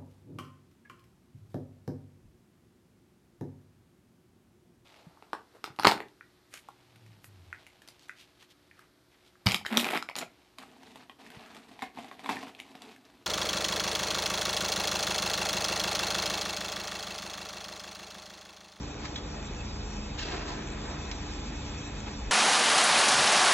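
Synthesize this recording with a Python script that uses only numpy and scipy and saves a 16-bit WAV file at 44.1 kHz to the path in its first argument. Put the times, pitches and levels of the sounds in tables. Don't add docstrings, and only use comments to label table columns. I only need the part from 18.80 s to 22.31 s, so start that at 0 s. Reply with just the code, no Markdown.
import sys
import numpy as np
from scipy.fft import rfft, irfft, next_fast_len
from scipy.io import wavfile

SR = 44100
rng = np.random.default_rng(int(sys.argv[2]) if len(sys.argv) > 2 else 0)


def unload_audio(sound):
    columns = np.transpose(np.atleast_2d(sound))
    steps = np.round(np.clip(columns, -1, 1) * 32767)
    wavfile.write(sys.argv[1], SR, steps.astype(np.int16))


N = 154791
SIZE = next_fast_len(N + 4096, real=True)
T, F = np.arange(N) / SR, np.fft.rfftfreq(SIZE, 1 / SR) + 1e-3

# pitch in Hz, base level in dB, unsteadiness from 0 to 1.
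MACHINE_TONES = [(48.54, -47, .2), (70.3, -46, 0.16), (99.1, -52, 0.7), (125.4, -53.5, 0.05),
                 (150.1, -52.5, .6), (399.7, -60.5, 0.2), (426, -58.5, 1), (485, -61.5, 0.5),
                 (500, -65, 0.4), (834, -61.5, 0.3), (853, -65.5, 0.6)]
# frequency in Hz, relative level in dB.
AIR_COLOUR = [(6, -48), (20, -21), (30, -10), (39, 7.5), (75, -2.5), (115, -3.5), (180, -4.5), (250, -3.5),
              (330, -6.5), (450, -10.5), (600, -11), (900, -12.5), (1400, -16.5), (2500, -29.5),
              (7000, -55.5)]
# time in seconds, boost or cut in dB.
RUMBLE_SWELL = [(0, -0.5), (.25, -4.5), (.75, 3), (1.25, 4.5), (1.52, 1), (1.95, 0.5), (2.25, -4.5),
                (2.5, 3), (2.85, 3.5), (3.02, -8), (3.15, 5), (3.3, -4), (3.46, 10)]
# time in seconds, level in dB.
LOW_HUM_SWELL = [(0, -49.5), (0.551, -50.5), (1.25, -45.5), (1.45, -60.5), (1.65, -66), (1.78, -46.5),
                 (2.4, -51.5), (2.652, -58), (3.1, -52), (3.5, -47.5)]
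HIGH_HUM_SWELL = [(0, -48), (.5, -51), (.85, -60), (1.25, -57), (1.8, -49), (2.05, -50), (2.35, -50),
                  (3.5, -50)]
# peak time, rise and fall in seconds, level in dB, brightness in dB per octave.
SCUFF_EVENTS = [(0.257, .026, 0.014, -37, 2), (0.329, 0.01, 0.021, -41.5, -13),
                (.385, 0.008, 0.007, -43, -4), (.55, 0.025, 0.064, -43, -6),
                (1.396, 0.0088, 0.0073, -33, 7), (1.417, 0.011, 0.013, -41.5, 2),
                (1.49, .016, 0.022, -38.5, -2), (1.522, .01, 0.031, -37, 0),
                (1.549, 0.035, 0.02, -39.5, -9), (1.619, .012, 0.011, -39.5, 0.5),
                (1.686, .014, .07, -37.5, 7), (1.705, 0.027, 0.094, -39.5, -5),
                (2.09, 0.087, 0.24, -43, -4.5), (2.875, 0.021, 0.11, -50.5, 1),
                (3.275, 0.019, 0.046, -43, 1.5)]
# frequency in Hz, relative level in dB.
SCUFF_COLOUR = [(60, -40.5), (200, -23), (500, -3), (900, 5), (1800, -2), (2600, -4.5), (3800, -6.5),
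                (4600, -4.5), (7500, -21)]
# start in seconds, ring level in dB, brightness in dB per octave, tail level in dB.
CLACK_EVENTS = [(.3574, -30, 9, -47), (.3606, -25.5, 0, -40), (.3763, -37, 7, -47), (.3837, -40, 12, -49),
                (2.3137, -32, 0, -34)]
# pitch in Hz, relative level in dB, seconds to fade by 60 dB.
METAL_NOTES = [(1840, -13, .008), (2430, -3, .007), (3080, -4, .011), (3380, -11, .085), (3780, -3, .018),
               (5900, -18, .008)]
# frequency in Hz, relative level in dB.
TAIL_COLOUR = [(400, -9), (1200, -12.5), (2000, -1), (3700, -4.5), (4500, -2), (6200, -3), (7500, -15.5)]
# centre in Hz, delay and rise in seconds, peak in dB, fade in dB per second.
RUSH_BANDS = [(355, 0.025, 0.1, -42.5, 15.6), (637, 0.029, 0.041, -46.5, 13.5),
              (1000, 0.036, 0.13, -43.5, 31), (1570, 0.0019, 0.0055, -47, 13),
              (2870, 0.00019, 0.014, -40.5, 40), (3840, 0, 0.015, -45, 83), (4700, 0, 0.037, -40, 62),
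              (6500, 0, 0.014, -55, 100)]
# peak time in seconds, half-length in seconds, level in dB.
WHISTLE_EVENTS = [(.80, .025, -49), (2.87, .02, -51)]
# frequency in Hz, relative level in dB.
GAS_COLOUR = [(500, -4.5), (1200, -4.5), (1800, 1.5), (2200, 4), (3000, 3), (4000, 2), (4350, -5),
              (5300, -2.5), (6000, -.5), (6500, -1.5), (7200, 4), (7700, -3)]
# centre in Hz, width in Hz, base level in dB.
GAS_RESONANCES = [(850, 76, -62.5), (995, 41, -63), (1790, 350, -58.5), (2420, 290, -59), (2590, 58, -57.5),
                  (3230, 390, -60), (3570, 110, -63), (3840, 200, -57.5), (4190, 220, -63.5),
                  (4590, 270, -63), (5725, 380, -57), (7484, 130, -58.5)]
# time in seconds, boost or cut in dB.
HISS_SWELL = [(0, -1.5), (.6, -1), (1.3, -0.5), (1.9, 0), (2.5, 1.2), (2.9, 1), (3.5, -0.5)]
# frequency in Hz, likeness from 0 to 1.
PORT_LIKENESS = [(300, 0.99), (400, 0.3), (600, 0.32), (1100, 0.48), (1550, 0.78), (2000, 0.58),
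                 (2800, 0.68), (3800, 0.24), (4600, .6), (5000, 0.59), (5500, 0.58), (6200, 1),
                 (6700, 0.95), (7300, 0.51)]
# frequency in Hz, lead in radians.
LEFT_LEAD = [(250, 0), (520, -.4), (780, -.1), (1100, -.3), (1800, .1), (2600, 1), (3000, 1.8), (3600, 1.5),
             (4700, 3.1), (5200, 3.3), (6200, 5.6), (6700, 6.2), (7300, 6.35), (7700, 6.8)]


def undb(db):
    return 10 ** (np.asarray(db) / 20)


def unit(x):
    return x / np.sqrt(np.mean(x ** 2))


def curve(x, points):
    return np.interp(x, *np.array(points).T)


def filtered(x, gain):
    return irfft(rfft(x, SIZE) * gain, SIZE)[:, :N]


def colour(points):
    hz, db = np.array(points).T
    return undb(np.interp(np.log(F), np.log(hz), db))


def resonance(hz, width):
    return 1 / (1 + ((F * F - hz * hz) / (F * width * 1.5)) ** 2)


def wander(rate_hz):
    f = np.fft.rfftfreq(4096, 1 / 1000)
    slow = irfft(rfft(rng.standard_normal(4096)) * np.exp(-(f / rate_hz) ** 2) * (f > 0))
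    return unit(np.interp(T, np.arange(4096) / 1000, slow))


def ports(gain, drive=None):
    apart = 1 / (1 + (392 / F) ** 10)
    alike = 1 - apart * (1 - np.clip(curve(F, PORT_LIKENESS), 0, 1))
    lead = np.exp(.5j * apart * curve(F, LEFT_LEAD))
    noise = rng.standard_normal((3, 2 * len(F))).view(complex) * np.sqrt(SIZE / 2)
    source = noise[0] if drive is None else rfft(unit(drive), SIZE)
    direct = source * np.array([lead, lead.conj()])
    mix = np.sqrt(alike) * direct + np.sqrt(1 - alike) * noise[1:]
    return unit(irfft(gain * mix, SIZE)[:, :N])


def close_echoes(x, level_db=-10, fade_s=.008):
    echoes = rng.standard_normal(N) * np.exp(-T / fade_s)
    response = 1 + undb(level_db) * rfft(echoes / np.sqrt(np.sum(echoes ** 2)), SIZE)
    return filtered(x, response) / np.sqrt(1 + undb(level_db) ** 2)


def fan_tone(hz, unsteady, pitch_drift=.00407):
    cycles = np.cumsum(hz * (1 + pitch_drift * wander(2.2))) / SR + rng.random()
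    wobble = 1 + unsteady * (wander(9.5) + 1j * wander(4.8))
    return unit(np.real(np.exp(2j * np.pi * cycles) * wobble))


def fans(air_db=-41.5, low_hum_hz=209, high_hum_hz=292.3, rumble_top_hz=60.4):
    out = undb(air_db) * ports(colour(AIR_COLOUR))
    for hz, db, unsteady in MACHINE_TONES:
        out += undb(db) * fan_tone(hz, unsteady)
    for hz, swell in (low_hum_hz, LOW_HUM_SWELL), (high_hum_hz, HIGH_HUM_SWELL):
        out += undb(curve(T, swell)) * fan_tone(hz, unsteady=.38)
    rumble = filtered(out, 1 / (1 + (F / rumble_top_hz) ** 10))
    return out + rumble * (undb(curve(T, RUMBLE_SWELL)) - 1)


def whine(hz=4900, level_db=-58):
    tone = np.sin(2 * np.pi * hz * T + .5 * wander(6))
    return undb(level_db) * unit(tone * undb(3 * wander(5))) * np.array([[1], [-1]])


def bump(peak_s=2.7, half_length_s=.05, level_db=-42.5):
    swell = np.exp(-((T - peak_s) / half_length_s) ** 2)
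    return undb(level_db) * swell * ports(resonance(hz=230, width=65))


def scuffs(grain_db=1):
    out = 0
    octaves = np.log2(np.maximum(F, 200) / 1000)
    for at, rise, fall, db, brightness in SCUFF_EVENTS:
        swell = np.exp(-np.maximum((at - T) / rise, (T - at) / fall))
        out += undb(db) * swell * ports(colour(SCUFF_COLOUR) * undb(brightness * octaves))
    return out * undb(grain_db * wander(110))


def clacks(rise_s=.0003, tail_s=.0097, right_lag_s=.00009):
    out = 0
    for at, db, brightness, tail_db in CLACK_EVENTS:
        age = np.clip(T - at - np.array([[0], [right_lag_s]]), 0, .5)
        ring = 0
        for hz, note_db, fade_s in METAL_NOTES:
            gain = undb(note_db + brightness * np.log2(hz / 3000))
            ring += gain * np.exp(-np.log(1000) * age / fade_s) * np.sin(2 * np.pi * hz * age)
        tail = np.exp(-age / tail_s) * ports(colour(TAIL_COLOUR))
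        out += np.minimum(age / rise_s, 1) * (undb(db) * ring + undb(tail_db) * tail)
    return out


def rush(start_s=1.375, ring_amount=.31, grain_db=1.8):
    out = 0
    rings = 1 + ring_amount * sum(resonance(hz, width) for hz, width, _ in GAS_RESONANCES[:-1])
    for hz, delay, rise, db, fade in RUSH_BANDS:
        age = T - start_s - delay
        swell = np.clip(age / rise, 0, 1) * undb(db - fade * np.maximum(age - rise, 0))
        flutter = undb(.48 * wander(35))
        out += swell * flutter * ports(rings * resonance(hz, width=.29 * hz))
    return out * undb(grain_db * wander(88))


def whistles():
    swell = sum(undb(db) * np.exp(-((T - at) / half) ** 2) for at, half, db in WHISTLE_EVENTS)
    return swell * ports(resonance(hz=2620, width=46))


def spatter(per_second=95, spread_db=14.5, base_db=-57):
    spits = rng.random(N) < per_second / SR
    sizes = undb(spread_db * np.minimum(rng.exponential(size=N), 3))
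    return undb(base_db) * ports(colour(GAS_COLOUR), spits * sizes)


def gas_jet(base_db=-48.5, flutter_db=2.5, sputter_db=1.2, sputter_above_hz=5300):
    out = undb(base_db + .5 * wander(29)) * ports(colour(GAS_COLOUR))
    for hz, width, db in GAS_RESONANCES:
        flutter = undb(flutter_db * wander(19))
        out += undb(db) * unit(flutter * ports(resonance(hz, width)))
    out += spatter()
    highs = filtered(out, 1 / (1 + (sputter_above_hz / np.maximum(F, 1)) ** 20))
    out += highs * (undb(sputter_db * wander(28)) - 1)
    return out * undb(curve(T, HISS_SWELL))


def scene():
    welder = fans() + close_echoes(gas_jet()) + whistles() + whine()
    return welder + close_echoes(rush() + scuffs()) + clacks() + bump()


def record(dry, top_hz=7590):
    return filtered(dry, 1 / np.sqrt(1 + np.minimum(F / top_hz, 2) ** 400))


dry = scene()
out = record(dry)
unload_audio(out)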